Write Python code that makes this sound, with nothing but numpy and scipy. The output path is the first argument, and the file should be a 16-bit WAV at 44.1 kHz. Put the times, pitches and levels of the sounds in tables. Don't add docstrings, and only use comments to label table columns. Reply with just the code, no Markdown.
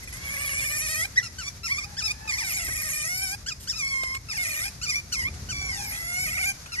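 import sys
import numpy as np
from scipy import signal
from scipy.fft import rfft, irfft, next_fast_len
from scipy.io import wavfile
from scipy.ndimage import uniform_filter1d, map_coordinates

SR = 44100
rng = np.random.default_rng(int(sys.argv[2]) if len(sys.argv) > 2 else 0)


def put_to_file(sound):
    columns = np.atleast_2d(sound).T
    safe = np.clip(columns, -1, 1)
    whole_steps = np.round(safe * 32767)
    wavfile.write(sys.argv[1], SR, whole_steps.astype(np.int16))


def nominal_scale(level):
    x = np.asarray(level, float) / 20
    return 10 ** x


N = 299880


def rms_one(x):
    return x / np.sqrt(np.mean(x ** 2) + 1e-20)


def at_hz(points, hz):
    point_hz, value = np.array(points).T
    return np.interp(np.log(hz + 1), np.log(point_hz), value)


def colour(x, points):
    length = x.shape[-1]
    size = next_fast_len(length + 2048)
    hz = np.arange(size // 2 + 1) * SR / size
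    return irfft(rfft(x, size) * nominal_scale(at_hz(points, hz)), size)[..., :length]


def drift(rate_hz, size):
    r = np.exp(-2 * np.pi * rate_hz / SR)
    noise = rng.standard_normal(size + 8000)
    return rms_one(signal.lfilter([1], [1, -2 * r, r * r], noise)[8000:])


def unroll(rows):
    s, *columns = np.transpose(rows)
    at = np.arange(round(s[0] * SR), min(round(s[-1] * SR), N))
    fade = np.clip(np.minimum(at - at[0], at[-1] - at) / (0.0032 * SR), 0, 1)
    return at, fade, [np.interp(at / SR, s, c) for c in columns]


def evened(x):
    return x / np.sqrt(uniform_filter1d(x ** 2, size=600) + 1e-12)


def background():
    # t/s, level/dB
    rumble_level = [
        (0, -48),
        (2.6, -50),
        (2.69, -42),
        (2.78, -50),
        (5.1, -49.5),
        (5.3, -42),
        (5.8, -44.5),
        (6, -49.5),
        (6.3, -45),
        (6.6, -52),
    ]
    # f/Hz, level/dB per Hz
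    rumble_colour = [(20, -28), (35, -8), (60, 3.5), (110, 0.5), (200, -9.5), (350, -20), (700, -25),
                     (2000, -54)]
    # t/s, level/dB
    yard_level = [(0, -45), (.25, -41.5), (1.1, -45.5), (3.5, -49), (5.3, -45), (6.8, -46)]
    # f/Hz, level/dB per Hz
    yard_colour = [(200, 1.5), (500, 3.5), (1000, 5), (1900, 4.5), (3000, -3), (4800, 6.5), (6400, 7.5),
                   (8500, -7.5), (10500, 5), (12200, -9)]
    now = np.arange(N) / SR
    shared, own = rng.standard_normal(N), rng.standard_normal((2, N))
    rumble = rms_one(colour(shared + 0.19 * own, rumble_colour))
    rumble = rumble * nominal_scale(np.interp(now, *np.transpose(rumble_level)) + 5.0)
    hiss = rms_one(colour(rng.standard_normal((2, N)), yard_colour))
    hiss = hiss * nominal_scale(np.interp(now, *np.transpose(yard_level)) + 1.5 * drift(8, N))
    return rumble + hiss


def pen(x, t60):
    t = np.arange(SR // 2) / SR
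    tail = rng.standard_normal((2, len(t))) * nominal_scale(-60 * t / t60) * np.clip(t / 0.0028, 0, 1)
    tail = colour(tail, [(500, -12), (2200, -8), (3200, -12), (5000, 0), (12000, 0)])
    tail = tail / np.sqrt(np.sum(tail ** 2) / 2)
    return signal.fftconvolve(x[None], tail, axes=1)[:, :N]


def claws():
    # t/s, peak level/dB, centre f/Hz, time to die by 60 dB/s
    ticks = [
        (2.255, -37.5, 400, 0.052),
        (2.685, -31.5, 350, 0.065),
        (3.235, -49, 3010, 0.019),
        (3.599, -38, 9200, 0.35),
        (3.623, -37, 9200, 0.17),
        (4.035, -18.5, 2140, 0.019),
        (4.148, -27, 2520, 0.041),
        (5.339, -36, 3500, 0.053),
        (6.659, -32, 1370, 0.088),
        (6.659, -47, 8900, .06),
    ]
    size = 8192
    out, t = np.zeros(N + size), np.arange(size) / SR
    for s, peak_db, hz, t60 in ticks:
        grit = rng.standard_normal(size) * nominal_scale(3.0 * drift(300, size) - 60 * t / t60)
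        grit[0] += 3.0
        band = signal.butter(1, [hz / 2.8, min(hz * 1.98, 16000)], "band", fs=SR)
        start = round(s * SR)
        out[start:start + size] += nominal_scale(peak_db) * np.sqrt(3000 / hz) * signal.lfilter(*band, grit)
    return out[:N]


def far_otter():
    # t/s, pitch f/Hz, level of the lowest tone/dB
    whine_a = [(1.84, 816, -74), (2.1, 860, -76), (2.37, 874.5, -70.5), (2.5, 852, -90), (3.1, 836, -91)]
    whine_b = [(5.3, 726, -80.5), (5.752, 779, -77.5), (5.799, 850, -57)]
    whine_c = [(6.451, 1543, -72), (6.64, 1425, -107), (6.7, 1470, -58)]
    overtones = [-6, -16]
    out = np.zeros(N)
    for rows in (whine_a, whine_b, whine_c):
        at, fade, (pitch, level_db) = unroll(rows)
        cycle = 2 * np.pi * np.cumsum(pitch * (1 + 0.0109 * drift(32, len(at)))) / SR
        tone = np.sin(cycle)
        for multiple, db in enumerate(overtones, start=2):
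            tone = tone + nominal_scale(db) * np.sin(multiple * cycle)
        out[at] += fade * nominal_scale(level_db + 16.0 + 5.9 * drift(29, len(at))) * tone
    return out


def call(pitch, level_db, bright_db, rough, breath, hoarse_db):
    # f/Hz, level/dB
    throat = [(300, -12), (750, -6), (1100, -4.5), (1650, -3.5), (1950, 13), (2250, 16), (2750, -9),
              (3300, -9), (4200, -13.5), (5300, -2.5), (6500, -11.5), (8000, -16.5), (9400, -16),
              (10500, -8), (12200, -22.5)]
    mouth_split_hz, rasp_split_hz = 4000, 7200
    size = len(pitch)
    rough = np.clip(rough + .2 * np.clip(1 - pitch / 900, 0, 1), 0, 1)
    rasp_db = -2.5 - 15.9 * np.log2(pitch / 800)

    beat = np.sin(2 * np.pi * np.cumsum(30 * (1 + .35 * drift(20, size))) / SR)
    flutter = .012 * beat + .005 * drift(25, size) + .07 * rough ** 2 * drift(110, size)
    pitch = pitch * (1 + flutter + (.003 + .01 * rough) * drift(400, size))
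    cycle = 2 * np.pi * np.cumsum(pitch) / SR

    broken_db = .7 + rough
    pulses = np.zeros(size)
    for k in range(1, 30):
        partial = np.cos(k * cycle + .2 * k * k) * (k * pitch < 14000)
        pulses += partial * nominal_scale(broken_db * min(k, 5) * drift(27, size))
    pulses = pulses * np.sqrt(pitch / 7000) * nominal_scale((1.5 + hoarse_db * rough) * drift(146, size))

    air = rng.standard_normal(size) * (1 + 0.17 * np.cos(cycle))
    voiced = colour(pulses + .7 * rough ** 2 * air, throat)
    airy = colour(pulses + (breath + 0.87 * rough) * air, throat)
    raspy = colour(pulses + (0.84 + 0.5 * rough) * air, throat)
    low_band = signal.butter(4, mouth_split_hz, fs=SR, output="sos")
    middle_band = signal.butter(3, [mouth_split_hz, rasp_split_hz], "band", fs=SR, output="sos")
    top_band = signal.butter(4, rasp_split_hz, "high", fs=SR, output="sos")
    low = evened(signal.sosfilt(low_band, voiced))
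    middle = evened(signal.sosfilt(middle_band, airy))
    top = evened(signal.sosfilt(top_band, raspy))

    high = middle + nominal_scale(rasp_db + 0.55 * drift(25, size)) * top
    high = high / np.sqrt(1 + nominal_scale(2 * rasp_db))
    return nominal_scale(level_db) * (low + nominal_scale(bright_db) * high) / np.sqrt(1 + nominal_scale(2 * bright_db))


def crests(start, end, then):
    # crest t/s, crest f/Hz, level/dB, brightness/dB, rises from f/Hz
    chirps = [(1.182, 2027, -9.5, -11.5, 1566), (1.25, 1395, -34, 5, 1400), (1.397, 1546, -33.5, 0, 1466),
              (1.488, 1185, -31, 5.5, 1095), (1.658, 1393, -28.5, 6, 1282), (1.722, 1166, -20, -14, 920),
              (1.788, 1205, -28.5, -6.5, 1046), (1.846, 1222, -32.5, 1, 1026), (1.991, 1818, -28, 6, 1460),
              (2.056, 1336, -25, 12, 1200), (2.117, 1224, -25.5, -6, 1152), (3.49, 1722, -27.5, 5, 1356),
              (3.525, 1250, -31.5, 2, 1356), (4.839, 1548, -29, 10, 1239), (4.901, 1244, -24, 2, 1164),
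              (4.957, 1164, -26, -4, 990), (5.129, 1508, -23, 10.5, 1352), (5.2, 1057, -27.5, -8, 1056),
              (5.256, 1046, -26, -17, 957), (5.288, 1160, -25, -24, 1072), (6.737, 1357, -32.5, 3, 1353),
              (6.795, 1006, -23, -17, 908)]
    openings = [
        (0.031, 518, -45, -3, 530),
        (0.082, 475, -39.5, 2, 484),
        (2.3, 1238, -26, -6, 1257),
        (2.342, 1111, -26, -1, 969),
        (2.39, 1247, -29.5, 2.5, 933),
        (3.701, 1870, -23.5, 21, 1397),
        (3.772, 1329, -34.5, 13, 1215),
        (4.302, 1299, -33.5, 6.5, 1313),
        (5.507, 1557, -30, 5, 1450),
    ]
    onset_db, dip_db, dip_bright_db = -35, -5, -3.2
    roundness, shoulder = .56, 0.24
    clear_s, chirp_rough, grunt_hz, grunt_rough = 0.024, 0.128, 700, 0.53
    rows, last = [], None
    for s, hz, db, bright_db, from_hz in sorted(chirps + openings):
        if not start < s < end:
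            continue
        rough = np.interp(s, [start + clear_s, then[0]], [chirp_rough, then[-1]])
        if hz < grunt_hz:
            rough = grunt_rough
        crest = (s, hz, db, bright_db)
        if last is None:
            low_s, low_db = start, min(onset_db, db)
            slopes = [crest]
        else:
            low_s, low_db = (last[0] + s) / 2, min(last[2], db) + dip_db
            slopes = [last, crest]
        for top_s, top_hz, top_db, top_bright_db in slopes:
            shoulder_hz = from_hz + roundness * (top_hz - from_hz)
            shoulder_db = low_db + shoulder * (top_db - low_db)
            rows.append(((top_s + low_s) / 2, shoulder_hz, shoulder_db, (top_bright_db + dip_bright_db) / 2, rough))
        rows += [(low_s, from_hz, low_db, dip_bright_db, rough), (*crest, rough)]
        last = crest
    return rows


def near_otter():
    # start t/s, end t/s, last pitch f/Hz, last level/dB, fullness of the low partials/dB
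    breaths = [(0.02, 0.046, 480, -38, 0.1), (0.072, 0.12, 477, -54, 2), (.124, 1.057, 783, -29, 0),
               (1.157, 1.208, 1630, -44, -5), (1.226, 1.278, 1245, -41, -3), (1.382, 1.494, 1130, -41, 14),
               (1.632, 1.856, 1270, -50, -2), (1.967, 2.119, 1240, -32, -23), (2.274, 3.35, 834, -35, 10),
               (3.46, 3.535, 1236, -53, -8), (3.672, 4.175, 1084, -34.5, 13),
               (4.285, 4.69, 866, -36.5, -1.5), (4.813, 5.002, 1183, -37.5, -11),
               (5.119, 5.288, 1220, -34, -2.5), (5.487, 6.519, 790, -35, 14),
               (6.718, 6.797, 1030, -35, -13)]
    # t/s, pitch f/Hz, level/dB, brightness/dB, roughness/0-1
    scream_a = [(.124, 494, -37.5, 3, 0.3), (.2, 548.5, -47, -6, 0.69), (.26, 570, -34.5, -8, 0.38),
                (.471, 578.5, -30, -2.5, .35), (.7, 595, -29.5, -0.5, 0.33), (.87, 631, -29.5, 4.5, 0.14),
                (1.0, 636, -28, -1.5, .05), (1.03, 689, -25.5, -5, 0), (1.046, 785, -30.5, -5.5, 0.2)]
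    scream_b = [(2.436, 797, -31.5, -3.5, .6), (2.5, 700, -31, 3, 0.56), (2.585, 774, -29.5, 0, .55),
                (2.63, 660.6, -32.5, -0.5, .5), (2.85, 623, -31, 2.5, .5), (3.029, 599.7, -31, 4, 0.257),
                (3.095, 713.6, -31, -0.5, 0.089), (3.231, 778, -30.5, 2.5, 0.033),
                (3.291, 736, -32, 2.5, 0.037)]
    scream_c = [(3.833, 1083, -28.5, -9, 0.0091), (3.903, 1122, -32.5, -2, 0),
                (3.938, 1076, -28.5, -11.5, 0), (4.086, 1041, -33, -8, 0.046)]
    scream_d = [(4.318, 1227, -32.5, 3, .1), (4.34, 845, -33.5, -5.5, .15), (4.362, 908, -33.5, 8, 0.22),
                (4.384, 715, -29, -8.5, 0.42), (4.429, 726, -29, -3, 0.47), (4.528, 610.6, -32, 0.5, .5),
                (4.598, 617.5, -31, -2, 0.69), (4.657, 782, -30.5, 1.5, 0.56)]
    scream_e = [(5.529, 1147, -34, -3.5, 0.17), (5.682, 1113, -31, -7.5, 0.291), (5.791, 852, -36, 8.5, .4),
                (5.93, 680, -35.5, -1, 0.69), (6.031, 664.5, -35, -3.5, 0.11), (6.24, 758, -28.5, -3, 0.12),
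                (6.31, 723.6, -33, -2.5, 0.437), (6.399, 758.6, -27.5, -9.5, 0.51),
                (6.494, 788.6, -27.5, -1, 0.14)]
    # t/s, share of pitch lost/0-1
    slips = [(.29, 0.047), (0.372, 0.1), (0.472, 0.068), (.522, 0.081), (0.559, 0.069), (0.626, .09),
             (0.683, 0.087), (.794, 0.13), (.878, 0.098), (.952, 0.057), (2.48, 0.056), (2.52, 0.16),
             (2.6, 0.076), (2.689, .15), (2.737, 0.12), (2.781, .1), (2.82, 0.1), (2.898, 0.16),
             (3.073, 0.063), (4.436, 0.067), (4.461, 0.12), (4.546, 0.066), (4.595, 0.058), (5.93, 0.094),
             (6.272, 0.16), (6.292, 0.16), (6.335, .13), (6.382, 0.16), (6.44, 0.087)]
    slip_s, slip_db_per_share, slip_rough = .012, 5.5, 1.2
    release_s, release_db = 0.0052, -48
    chest_hz, chest_first_db = 1650, -5.5
    chirp_rough = 0.128
    out = np.zeros(N)
    screams = scream_a + scream_b + scream_c + scream_d + scream_e
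    for start, end, hz, db, full_db in breaths:
        held = [row for row in screams if start <= row[0] < end]
        then = held[0] if held else (end, chirp_rough)
        rows = sorted(crests(start, end, then) + held)
        ending = rows[-1][3:]
        rows += [(end, hz, db, *ending), (end + release_s, hz, db + release_db, *ending)]
        at, fade, (pitch, level_db, bright_db, rough) = unroll(rows)
        now = at / SR
        slip = sum(share * np.exp(-((now - s) / slip_s) ** 2) for s, share in slips)
        sound = call(pitch * (1 - slip), level_db + slip_db_per_share * slip, bright_db,
                     rough + slip_rough * slip, breath=0.2, hoarse_db=2.0)
        chest = colour(sound, [(chest_hz, 0), (chest_hz * 1.15, -40)])
        chest_db = np.interp(now, [start, end], [chest_first_db, full_db])
        chest_db = chest_db * np.clip(1 - 4.0 * rough, 0, 1)
        out[at] += fade * (sound + (nominal_scale(chest_db) - 1) * chest)
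    return nominal_scale(0.74) * out


def scene():
    # t/s, lag/ms
    right_lag = [(0, .24), (6.8, .3)]
    near, far = near_otter() + claws(), far_otter()
    direct = near + far
    lag = np.interp(np.arange(N) / SR, *np.transpose(right_lag)) * SR / 1000
    right = map_coordinates(direct, [np.arange(N) - lag], order=3)
    early = nominal_scale(-3.5) * pen(near, t60=.05)
    late = nominal_scale(-14) * pen(near, t60=.4)
    distant = nominal_scale(17.5) * pen(far, t60=0.66)
    return np.stack([direct, right]) + early + late + distant + background()


def low_pass(x):
    return signal.sosfilt(signal.butter(12, 13560, fs=SR, output="sos"), x)


def record(dry):
    # f/Hz, level/dB
    right_colour = [(60, -1), (300, -2), (750, -6.5), (1300, -3.5), (2300, 2.5), (3000, 1), (4000, -1),
                    (8000, -1)]
    # f/Hz, phase/rad
    port_turn = [(1000, .1), (1400, .8), (1900, .85), (2350, .2), (2900, -2.1), (3800, -1.8), (4700, 0)]
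    # f/Hz, phase/rad (3.14 leaves the difference
    top_turn = [(8300, 0), (9200, 1.3), (9950, 3.14), (10300, 3.14), (11000, 4.6), (11700, 6.28),
                (13000, 6.7)]
    shared_hz, cutoff_hz = 8000, 14000
    dry = .3 * np.tanh(dry / .3)
    left, right = rfft(dry[0]), rfft(colour(dry[1], right_colour))
    hz = np.arange(len(left)) * SR / N
    right = right * np.exp(1j * at_hz(port_turn, hz))

    shared = np.clip((hz - shared_hz) / 800 + .5, 0, 1)
    turn = at_hz(top_turn, hz) / 2
    total = left * np.cos(turn)
    difference = 1j * (.6 * left + .7 * right) * np.sin(turn)
    top = np.stack([total - difference, total + difference])
    ports = (1 - shared) * np.stack([left, right]) + shared * top
    steep_cut = signal.cheby2(12, 60, cutoff_hz, fs=SR, output="sos")
    both = signal.sosfilt(steep_cut, irfft(ports, N))

    for edge_hz, share in ((11600, .15), (12200, .45), (12800, .85)):
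        lost = np.repeat(drift(7000, N // 1024 + 1) < (2 * share - 1) * 1.3, 1024)[:N]
        above = irfft(rfft(both) * (hz > edge_hz), N)
        both = both - uniform_filter1d(1. * lost, size=200) * above
    return low_pass(both)


dry = scene()
out = record(dry)
put_to_file(out)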